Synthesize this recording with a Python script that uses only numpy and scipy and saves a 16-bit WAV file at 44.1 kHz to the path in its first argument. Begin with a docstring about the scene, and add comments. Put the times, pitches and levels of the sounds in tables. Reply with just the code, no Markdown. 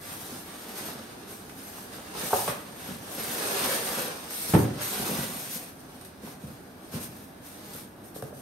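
"""Grating, swishing and hollow bumps, then a thump: a computer case is pulled out of its cardboard box.
Its foam end caps catch and slip along the board, whose panels drum, and its plastic bag swishes.
A flap snaps free, and the case slides out and drops on the hard floor, crushing the foam.
The empty box is bumped, lifted away and set down.
A small bare room echoes it all, heard through two microphone ports (small openings that ring)."""
import sys
import numpy as np
from scipy import signal
from scipy.fft import rfft, irfft, next_fast_len
from scipy.io import wavfile
from scipy.ndimage import uniform_filter1d, map_coordinates

SR = 44100
rng = np.random.default_rng(int(sys.argv[2]) if len(sys.argv) > 2 else 0)


def unload_wav(signal):
    """Save mono or channel-first audio to the path in sys.argv[1] as 16-bit WAV at rate SR, clipped to [-1, 1]."""
    wavfile.write(
        sys.argv[1],
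        SR,
        np.round(np.clip(np.atleast_2d(signal).T, -1, 1) * 32767).astype(np.int16),
    )


N = 370881

# tone colour of the plastic bag: f/Hz, level/dB
BAG_COLOUR = [(800, -17), (2200, -5), (4500, -1), (6700, 5.5), (9000, -0.5), (12000, 0.5), (15500, 1)]
# the two long slides, out of the box and clear of it; for each: t/s, grating/dB, swish/dB
LONG_SLIDES = [
    [(3.0, -51.5, -57), (3.156, -50.5, -38.5), (3.188, -42.5, -42), (3.23, -45, -39), (3.44, -37.5, -35.5),
     (3.72, -34.5, -35), (3.86, -41, -36.5), (3.98, -40, -37), (4.102, -42.5, -49), (4.204, -60, -62),
     (4.25, -52, -54)],
    [(4.77, -47, -55), (4.79, -40.5, -61), (4.812, -42, -36.5), (4.894, -47, -34.5), (4.924, -41.5, -34),
     (5.054, -42.5, -36), (5.21, -42, -39), (5.3, -49, -42.5), (5.394, -49.5, -41), (5.566, -52, -40.5),
     (5.7, -57, -56)],
]


def amp(db):
    """Turn decibels into a gain to multiply by."""
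    return 10 ** (np.asarray(db) / 20)


def unit(x):
    """Scale a signal so that its average strength (rms) is 1."""
    return x / np.sqrt(np.mean(x ** 2) + 1e-20)


def along(points, hz):
    """Read between (f/Hz, value) points, with every octave equally wide."""
    freqs, values = np.transpose(points)
    return np.interp(np.log(hz + 1), np.log(freqs), values)


def curves(rows):
    """Join timed rows with straight lines: one curve for each column after the time."""
    times, *columns = np.transpose(rows)
    return [np.interp(np.arange(N) / SR, times, column) for column in columns]


def wobble(rate):
    """A smooth curve through `rate` random values a second."""
    values = rng.standard_normal(int(N * rate / SR) + 4)
    return map_coordinates(values, [np.arange(N) * rate / SR])


def filtered(x, response):
    """Multiply each frequency in x by response(frequency)."""
    n = x.shape[-1]
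    padded = next_fast_len(n + SR // 2)
    return irfft(rfft(x, padded) * response(np.fft.rfftfreq(padded, 1 / SR)), padded)[..., :n]


def coloured(x, spectrum):
    """Give x a tone colour drawn as (f/Hz, level/dB) points."""
    return filtered(x, lambda hz: amp(along(spectrum, hz)))


def resonances(hz, modes, strengths):
    """Response of an object's modes, the notes it rings at; neighbours swing in opposite directions."""
    return sum((-1) ** k * strength * amp(db) * 1j * hz * width / (note ** 2 - hz ** 2 + 1j * hz * width)
               for k, (strength, (note, width, db)) in enumerate(zip(strengths, modes)))


def diffuse(pair):
    """Sound from all around: two unrelated signals become alike in the bass, but not in the treble."""
    # how alike left and right are: f/Hz, likeness (1 = the same)
    likeness = [(60, 0.95), (290, 0.91), (640, 0.28), (1400, 0), (15000, 0)]
    angle = lambda hz: np.arccos(np.clip(along(likeness, hz), -1, 1)) / 2
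    mid, side = filtered(pair, lambda hz: np.array([np.cos(angle(hz)), np.sin(angle(hz))]))
    return np.array([mid + side, mid - side])


def room(wet_db, onset_s=0.001):
    """The room's answer to a click: the direct sound, then an echo (at wet_db) whose bass lasts longest."""
    # time the echo takes to fade by 60 dB: f/Hz, t/s
    fade_times = [(80, 0.75), (250, 0.56), (500, 0.6), (800, 0.54), (3000, 0.42), (12000, 0.23)]
    hz, t, noise = signal.stft(rng.standard_normal((2, SR * 3 // 4)), SR, nperseg=256)
    tail = signal.istft(noise * amp(-60 * t / along(fade_times, hz)[:, None]), SR, nperseg=256)[1]
    build_up = 1 - np.exp(-(np.arange(tail.shape[1]) / SR / onset_s) ** 2)
    tail = diffuse(tail) * build_up
    response = amp(wet_db) * tail / np.linalg.norm(tail[0])
    response[:, 0] += 1  # the direct sound
    return response


def in_room(x, wet_db):
    """Add the room's echo to a sound."""
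    return signal.oaconvolve(x, room(wet_db), axes=1)[:, :N]


def friction(spectrum, slip_rate, spread_db, wet_db):
    """Rubbing is many tiny slips of uneven size (slip_rate a second), coloured by the surface."""
    slips = (rng.random(N) < slip_rate / SR) * rng.choice([-1, 1], N)
    slips = slips * amp(spread_db * np.clip(rng.standard_normal(N), -2, 2))
    # the contact wanders between four places, each with its own echoes
    places = np.array([wobble(5) for _ in range(4)])
    places = places / np.linalg.norm(places, axis=0)
    heard = sum(in_room((slips * share)[None], wet_db) for share in places)
    return unit(coloured(heard, spectrum))


def blows(rows, modes, wet_db, crush):
    """Each hit rings the modes and the room; a longer contact is duller, and crushing roughens its push."""
    out = np.zeros((2, N + SR))
    t = np.arange(SR // 2) / SR
    length = round(.7 * SR)
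    for start, db, contact_ms in rows:
        push = np.exp(-1000 * t / contact_ms) + crush * np.exp(-t / 0.016) * rng.standard_normal(len(t))
        strengths = amp(rng.standard_normal(len(modes)))
        ring = filtered(push, lambda hz: resonances(hz, modes, strengths))
        hit = in_room(ring[None] / np.abs(ring).max(), wet_db)[:, :length]
        out[:, round(start * SR):][:, :length] += amp(db) * hit
    return out[:, :N]


def bursts(rows):
    """The power of sounds that start at once and die away."""
    t = np.arange(SR // 4) / SR
    power = np.zeros(N + SR)
    for start, db, fade_ms in rows:
        power[round(start * SR):][:len(t)] += (amp(db) * np.exp(-1000 * t / fade_ms)) ** 2
    return power[:N]


def rustle(power, spectrum, wet_db):
    """Coloured noise that follows a power curve, in the room; very short bursts sound like pops."""
    noise = np.sqrt(power) * rng.standard_normal((2, N))
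    return coloured(in_room(noise, wet_db), spectrum)


def speed(start, rise, fall):
    """A stroke speeds up to 1 and slows to rest, each along a quarter of a sine wave."""
    phase = np.interp(np.arange(N) / SR, [start, start + rise, start + rise + fall], [0, 1, 0])
    return np.sin(np.pi / 2 * phase)


def room_air():
    """The low rush of the room, its level wavering slightly."""
    # tone colour of the rush: f/Hz, level/dB
    air_colour = [(25, 10), (45, -2), (75, -1), (150, 1), (280, 3.5), (360, -3.5), (700, -5), (1000, -12),
                  (1700, -12.5), (2000, -21.5), (5000, -37), (15000, -28)]
    air = unit(coloured(diffuse(rng.standard_normal((2, N))), air_colour))
    return amp(-47.5 + 0.7 * wobble(2.45)) * air


def rubbing_levels():
    """How loud the grating and swish are, in dB: light handling, two long slides and short strokes."""
    # light rubbing all along, weaker once the case is out: t/s, grating/dB, swish/dB
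    handling = [(0, -51, -50.5), (.53, -53, -54.5), (1.1, -54, -59), (1.45, -58, -55.5), (2.1, -51, -54.5),
                (2.7, -54.5, -56), (4.25, -49.5, -49), (4.7, -49, -55), (5.3, -51.5, -48),
                (5.8, -64.5, -59.5), (6.15, -62.5, -71), (6.9, -60, -67), (8, -66, -74)]
    # foam, bag and flaps brush the board: start/s, speeding up/s, slowing down/s, grating/dB, swish/dB
    strokes = [(.02, 0.078, 0.082, -51.5, -45.5), (.18, 0.033, .26, -66, -46.5),
               (.575, 0.018, 0.25, -54, -51), (.745, 0.037, 0.13, -48, -44.5),
               (.82, 0.052, 0.057, -45, -52), (.9, 0.057, 0.091, -53, -63), (1.27, 0.024, 0.1, -64, -48.5),
               (1.55, 0.045, 0.27, -57, -50.5), (1.71, 0.053, 0.041, -53, -63),
               (1.9, 0.034, 0.037, -50.5, -50.5), (2.134, 0.01, 0.13, -44, -47),
               (2.15, 0.17, 0.21, -44, -36.5), (2.73, 0.15, 0.09, -49.5, -51),
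               (4.27, 0.15, 0.22, -51.5, -36), (5.68, 0.24, 0.18, -61, -60.5),
               (6.21, 0.037, 0.1, -54, -51.5), (6.39, 0.045, 0.15, -61, -56.5),
               (6.79, 0.11, 0.17, -67, -57), (6.909, 0.031, 0.06, -48, -45),
               (6.99, 0.03, 0.051, -57, -43.5), (7.06, 0.031, 0.22, -65, -55.5),
               (7.41, 0.03, 0.15, -57.5, -52.5), (7.5, 0.19, .17, -54, -53), (7.725, 0.021, 0.1, -66, -48),
               (8.025, 0.035, 0.029, -77, -53.5), (8.143, 0.0064, 0.032, -67, -45.5),
               (8.22, .015, 0.064, -64, -54.5), (8.33, 0.0092, 0.088, -76, -53)]
    slide_gains = amp([[-0.5], [-1]])  # grating, swish
    t = np.arange(N) / SR
    power = amp(curves(handling)) ** 2
    for slide in LONG_SLIDES:
        moving = (t >= slide[0][0]) & (t <= slide[-1][0])
        power += moving * (amp(curves(slide)) * slide_gains) ** 2
    for start, rise, fall, grate_db, swish_db in strokes:
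        pace = speed(start, rise, fall)
        power[0] += (amp(grate_db) * pace ** 0.74) ** 2  # faster is louder, the grating most of all
        power[1] += (amp(swish_db) * pace ** 0.42) ** 2
    settle_s = .016  # the rubbing takes a moment to die away
    carry = np.exp(-1 / (settle_s * SR))
    settled = signal.lfilter([1 - carry], [1, -carry], power, zi=carry * power[:, :1])[0]
    return 10 * np.log10(settled)


def shifting_folds(x, patchy_db):
    """The tone colour shifts from moment to moment as new folds of the bag touch the board."""
    spectra = signal.stft(x, nperseg=512)[2]
    patches = uniform_filter1d(rng.standard_normal(spectra.shape[1:]), size=5, axis=0)  # blur in pitch
    patches = uniform_filter1d(patches, size=9, axis=1)  # blur in time
    return unit(signal.istft(spectra * amp(patchy_db * unit(patches)), nperseg=512)[1][:, :N])


def catches(rate, decay_s):
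    """The foam snags at random moments and lets go: jumps that sag away, centred on 0."""
    snags = (rng.random(N) < rate / SR) * rng.uniform(0.25, 1, N)
    sagging = signal.lfilter([1], [1, -np.exp(-1 / (decay_s * SR))], snags)
    return sagging - sagging.mean()


def sliding(grate_db, swish_db):
    """Foam catches and slips along the board; one uneven grip moves the grating, swish and drumming."""
    # tone colours of the grating foam and the drumming panels: f/Hz, level/dB
    grate_colour = [(100, -36), (170, -27), (250, -2.5), (480, 5.5), (900, 3), (1600, 4), (1950, 0),
                    (4000, -1), (6700, -0.5), (9000, -7.5), (15000, -19)]
    panel_colour = [(50, -10), (90, -7.5), (150, -5.5), (220, -1), (295, -0.5), (345, -3), (420, -2.5),
                    (520, -15), (700, -5.5), (1500, -18), (4000, -36)]
    # the last foam cap judders out: start/s, speeding up/s, slowing down/s
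    judder = (4.87, 0.25, 0.18)
    grip_db = .5 * wobble(60) + .5 * wobble(16)
    grate = amp(grate_db + 5) * friction(grate_colour, slip_rate=2500, spread_db=4.5, wet_db=8)
    bag = shifting_folds(friction(BAG_COLOUR, slip_rate=5000, spread_db=8.5, wet_db=6), patchy_db=1.6)
    swish = amp(swish_db + 1.5 + 0.94 * catches(rate=11, decay_s=0.021)) * bag
    drum_db = -43 + 0.41 * (grate_db + 33.5)  # harder grating shakes the panels more
    shaking = np.hypot(amp(drum_db), amp(-37.5) * speed(*judder))
    drum = shaking * friction(panel_colour, slip_rate=600, spread_db=3.5, wet_db=1.5)
    return amp(grip_db) * (grate + swish + drum)


def crinkles_and_scuffs(swish_db, crinkle_rate):
    """The sliding bag makes tiny crinkles; now and then a surface lets go and rustles to rest."""
    # brief scuffs of foam and flaps: t/s, level/dB, fade time/ms
    scuffs = [(1.495, -46, 12), (2.478, -34.5, 37), (3.18, -44, 23), (4.539, -33.5, 18), (4.81, -39.5, 20),
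              (5.07, -47, 17)]
    # tone colour of both: f/Hz, level/dB
    crinkle_colour = [(300, -12), (1200, 14.5), (4500, 2), (8000, 3), (15000, -10.5)]
    t = np.arange(SR // 4) / SR
    folds = (rng.random(N) < crinkle_rate / SR) * amp(swish_db + rng.uniform(-16.5, 5.7, N))
    crinkle_power = np.abs(signal.fftconvolve(folds ** 2, np.exp(-t / 0.00043))[:N])
    return rustle(bursts(scuffs) + crinkle_power, crinkle_colour, wet_db=-3.5)


def box_bumps():
    """Each bump rings a cardboard panel and the air inside the box."""
    # bumps against the box: t/s, panel level/dB, air level/dB, contact time/ms
    bumps = [(.118, -36.5, -58, 1.5), (.322, -35, -51, 1.1), (.884, -41, -54, 1.2), (.952, -37, -58, 0.37),
             (.99, -38, -56, 0.54), (2.148, -34, -55, 1.8), (2.232, -28.5, -46, 0.38),
             (2.332, -36, -32.5, .87), (2.483, -31.5, -34.5, 0.8), (2.888, -31.5, -42, 0.78),
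             (2.908, -31, -42, 1.3), (3.182, -32, -53, 0.7), (3.974, -26.5, -52, 0.92),
             (4.493, -32, -34, 1.5), (4.996, -27.5, -36, 1.7), (5.095, -25, -34.5, 0.55),
             (5.114, -25, -38, 0.63), (5.183, -30, -39, 0.6), (5.205, -28.5, -38, 0.21),
             (5.236, -31.5, -47, 1.2), (5.361, -40, -57, 0.61), (5.558, -35, -50, 0.8),
             (6.236, -31, -45, 1.2), (6.436, -33, -37.5, 1.6), (6.479, -39, -46, 1),
             (6.938, -28.5, -31.5, 1.3), (6.957, -30.5, -38, 1.3), (7.752, -38, -42.5, 1.56),
             (8.228, -36.5, -37, .6)]
    # notes of the panel and of the air inside: f/Hz, width/Hz, level/dB
    panel_modes = [(144.4, 42, -0.5), (233, 51, 5), (309, 73, -3.5), (415, 155, -1.5), (550, 70, 1.5),
                   (900, 500, -28)]
    air_modes = [(78, 24, 1), (128, 25, 8.6), (160, 24, 4.9), (206, 26, 2.2)]
    panel = blows([(s, db, ms) for s, db, _, ms in bumps], panel_modes, wet_db=-2, crush=0.39)
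    boom = blows([(s, db, ms) for s, _, db, ms in bumps], air_modes, wet_db=-6.5, crush=.03)
    return panel + boom


def flap_taps():
    """Stiff flap edges tap and snap; the short contacts make a bright sound."""
    # taps and snaps: t/s, level/dB, contact time/ms
    taps = [(.886, -34, 0.069), (1.782, -37, .25), (1.985, -37, 0.14), (2.15, -33.5, 0.17),
            (2.306, -27, 0.057), (2.33, -12.5, 0.24), (2.3345, -15, 0.18), (5.09, -32, 0.7),
            (6.274, -34.5, 0.52)]
    # notes of the flap: f/Hz, width/Hz, level/dB
    flap_modes = [(420, 80, -4.5), (567, 39, -1), (764, 68, 4.5), (798, 60, 4), (848, 70, 3.5),
                  (1060, 140, -4), (1220, 84, -1), (1550, 160, -11)]
    return blows(taps, flap_modes, wet_db=-4, crush=0.04)


def bag_crackle():
    """Each tug at the bag sets off a shower of crisp creases, far fewer than in the swish."""
    # the bag is pulled tight: start/s, tightening/s, slackening/s, level/dB
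    tugs = [(2.28, .07, .19, -35.5), (4.805, .025, .1, -35.5), (5.04, .04, .07, -37),
            (5.49, .06, .04, -34.5), (6.99, .035, .05, -42), (7.43, .04, .08, -53)]
    pull = sum(amp(db) * speed(start, rise, fall) for start, rise, fall, db in tugs)
    return pull * friction(BAG_COLOUR, slip_rate=1100, spread_db=4.5, wet_db=0)


def flap_claps():
    """The freed flap claps back against the wall of the box and makes it ring."""
    # claps: t/s, level/dB, contact time/ms
    claps = [(2.478, -20.5, 0.099), (2.4825, -20, 0.31), (2.496, -28, 0.16)]
    # notes of the wall: f/Hz, width/Hz, level/dB
    wall_modes = [(151, 73, -4.5), (260, 70, -3), (424, 104, -2), (586.4, 50, 7.5), (780, 160, 0),
                  (1180, 100, 7), (1280, 79, 2), (2000, 640, -21)]
    return blows(claps, wall_modes, wet_db=-4, crush=0.04)


def hollow_box():
    """The first long slide sounds the hollow behind the case; as the hollow lengthens, its notes sink."""
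    # notes of the air in the box as the slide begins: f/Hz, width/Hz, level/dB
    hollow_modes = [(247, 22, -1.5), (409, 49, -4.5), (550, 81, -1.5), (826, 170, -11)]
    sink_octaves_per_s = 0.13
    slide = LONG_SLIDES[0]
    start, end = slide[0][0], slide[-1][0]
    t = np.arange(N) / SR
    rub = friction([(20, 0), (20000, 0)], slip_rate=900, spread_db=2, wet_db=-1.5)
    ring = unit(filtered(rub, lambda hz: resonances(hz, hollow_modes, np.ones(len(hollow_modes)))))
    # reading the ring more and more slowly lowers its pitch
    clock = np.cumsum(2 ** (-sink_octaves_per_s * np.clip(t - start, 0, end - start)))
    sinking = np.array([np.interp(clock, np.arange(N), side) for side in ring])
    fade = np.interp(t, [start, start + .1, end - .1, end], [0, 1, 1, 0])
    grate_db = curves(slide)[0]
    level_db = -38.5 + 0.7 * (grate_db - grate_db.max())  # swells with the grating
    return fade * amp(level_db) * sinking


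def crease_pops():
    """Single creases of the bag snap over with a crisp pop."""
    # pops: t/s, level/dB, fade time/ms
    pops = [(4.081, -31, 2), (5.805, -46, 3), (6.012, -39, 4), (6.048, -43, 20), (6.472, -45, 3),
            (7.734, -40, 4), (7.962, -53, 3), (8.159, -44, 9), (8.223, -34, 2.5)]
    # tone colour of a pop: f/Hz, level/dB
    pop_colour = [(500, -25), (2000, -6), (4500, -3), (9000, -0.5), (15000, -9)]
    return rustle(bursts(pops), pop_colour, wet_db=-2)


def landing():
    """The foam caps take the weight with a dead thud and a crunch; the steel case inside rings on."""
    # the case lands on one cap, then rocks flat: t/s, relative level/dB, contact time/ms
    drop = [(4.5365, -13, 0.45), (4.5435, -16, 0.5), (4.548, -11.5, 0.5), (4.5645, -14.5, 0.75)]
    # notes of a foam cap and of the case: f/Hz, width/Hz, level/dB
    cap_modes = [(99, 42, 4), (236, 91, 2.5), (800, 280, -24)]
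    case_modes = [(86.4, 15.8, -8), (111, 13, 2), (145, 24, 2.5), (204, 27, 0), (256, 35, 1.5),
                  (313, 18, 5.5), (370, 13, -1), (407, 13, 3), (498, 19, -1), (570, 14, 0.5),
                  (760, 42, -1.5), (883, 43, -3.5), (1260, 550, -14), (2300, 610, -24)]
    # the foam cracks as it is crushed: t/s, relative level/dB, fade time/ms
    cracks = [(4.537, -26, 7), (4.551, -24, 6)]
    # tone colour of the cracks: f/Hz, level/dB
    crunch_colour = [(300, -15), (900, 8.5), (1400, -1), (2500, -5), (3200, -11), (4500, -18), (9000, -35)]
    thud = amp(-0.5) * blows(drop, cap_modes, wet_db=-14, crush=.02)
    crunch = amp(10.5) * rustle(bursts(cracks), crunch_colour, wet_db=-3)
    ring = blows(drop, case_modes, wet_db=-2.5, crush=0.085)
    return thud + crunch + ring


def box_set_down():
    """The empty box is set down with a few light, hollow knocks."""
    # knocks: t/s, level/dB, contact time/ms
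    knocks = [(8.161, -29, 0.3), (8.224, -25.5, 0.06), (8.246, -44, 1.8), (8.327, -32.5, 0.35)]
    # notes of the empty box: f/Hz, width/Hz, level/dB
    empty_modes = [(136, 17, 3.5), (288, 44, -5), (437, 89, 3), (563, 86, 3), (726, 78, -5),
                   (1200, 360, -12), (1690, 110, -9)]
    return blows(knocks, empty_modes, wet_db=-3, crush=.02)


def scene():
    """Add up the rubbing, the bag, the knocks and the room's own rush."""
    grate_db, swish_db = rubbing_levels()
    rubbing = sliding(grate_db, swish_db) + crinkles_and_scuffs(swish_db, crinkle_rate=39) + hollow_box()
    bag = bag_crackle() + crease_pops()
    knocks = landing() + flap_taps() + flap_claps() + box_set_down()
    return rubbing + bag + knocks + room_air() + box_bumps()


def record(dry):
    """Each microphone port rings at its own treble pitch; deep bass and the very top are lost."""
    # treble peaks and dips of the two ports: f/Hz, level/dB
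    left_port = [(1500, 0.5), (4000, 1), (6700, -4.5), (7050, -9), (8800, -1), (9800, -1.5), (10500, 2.5),
                 (11800, 14.5), (12900, 5), (15000, -0.5)]
    right_port = [(1500, 1), (4000, 1.5), (6700, -1.5), (7050, -5), (7900, 0), (8850, 12.5), (10200, 4),
                  (11000, -16), (11400, -17), (11750, -1.5), (13000, 3), (15000, -13)]
    low_hz, top_hz = 62, 15750
    ported = np.array([coloured(dry[0], left_port), coloured(dry[1], right_port)])
    thinned = signal.sosfilt(signal.butter(3, low_hz, "high", fs=SR, output="sos"), ported)
    return filtered(thinned, lambda hz: hz < top_hz)


dry = scene()
out = record(dry)
unload_wav(out)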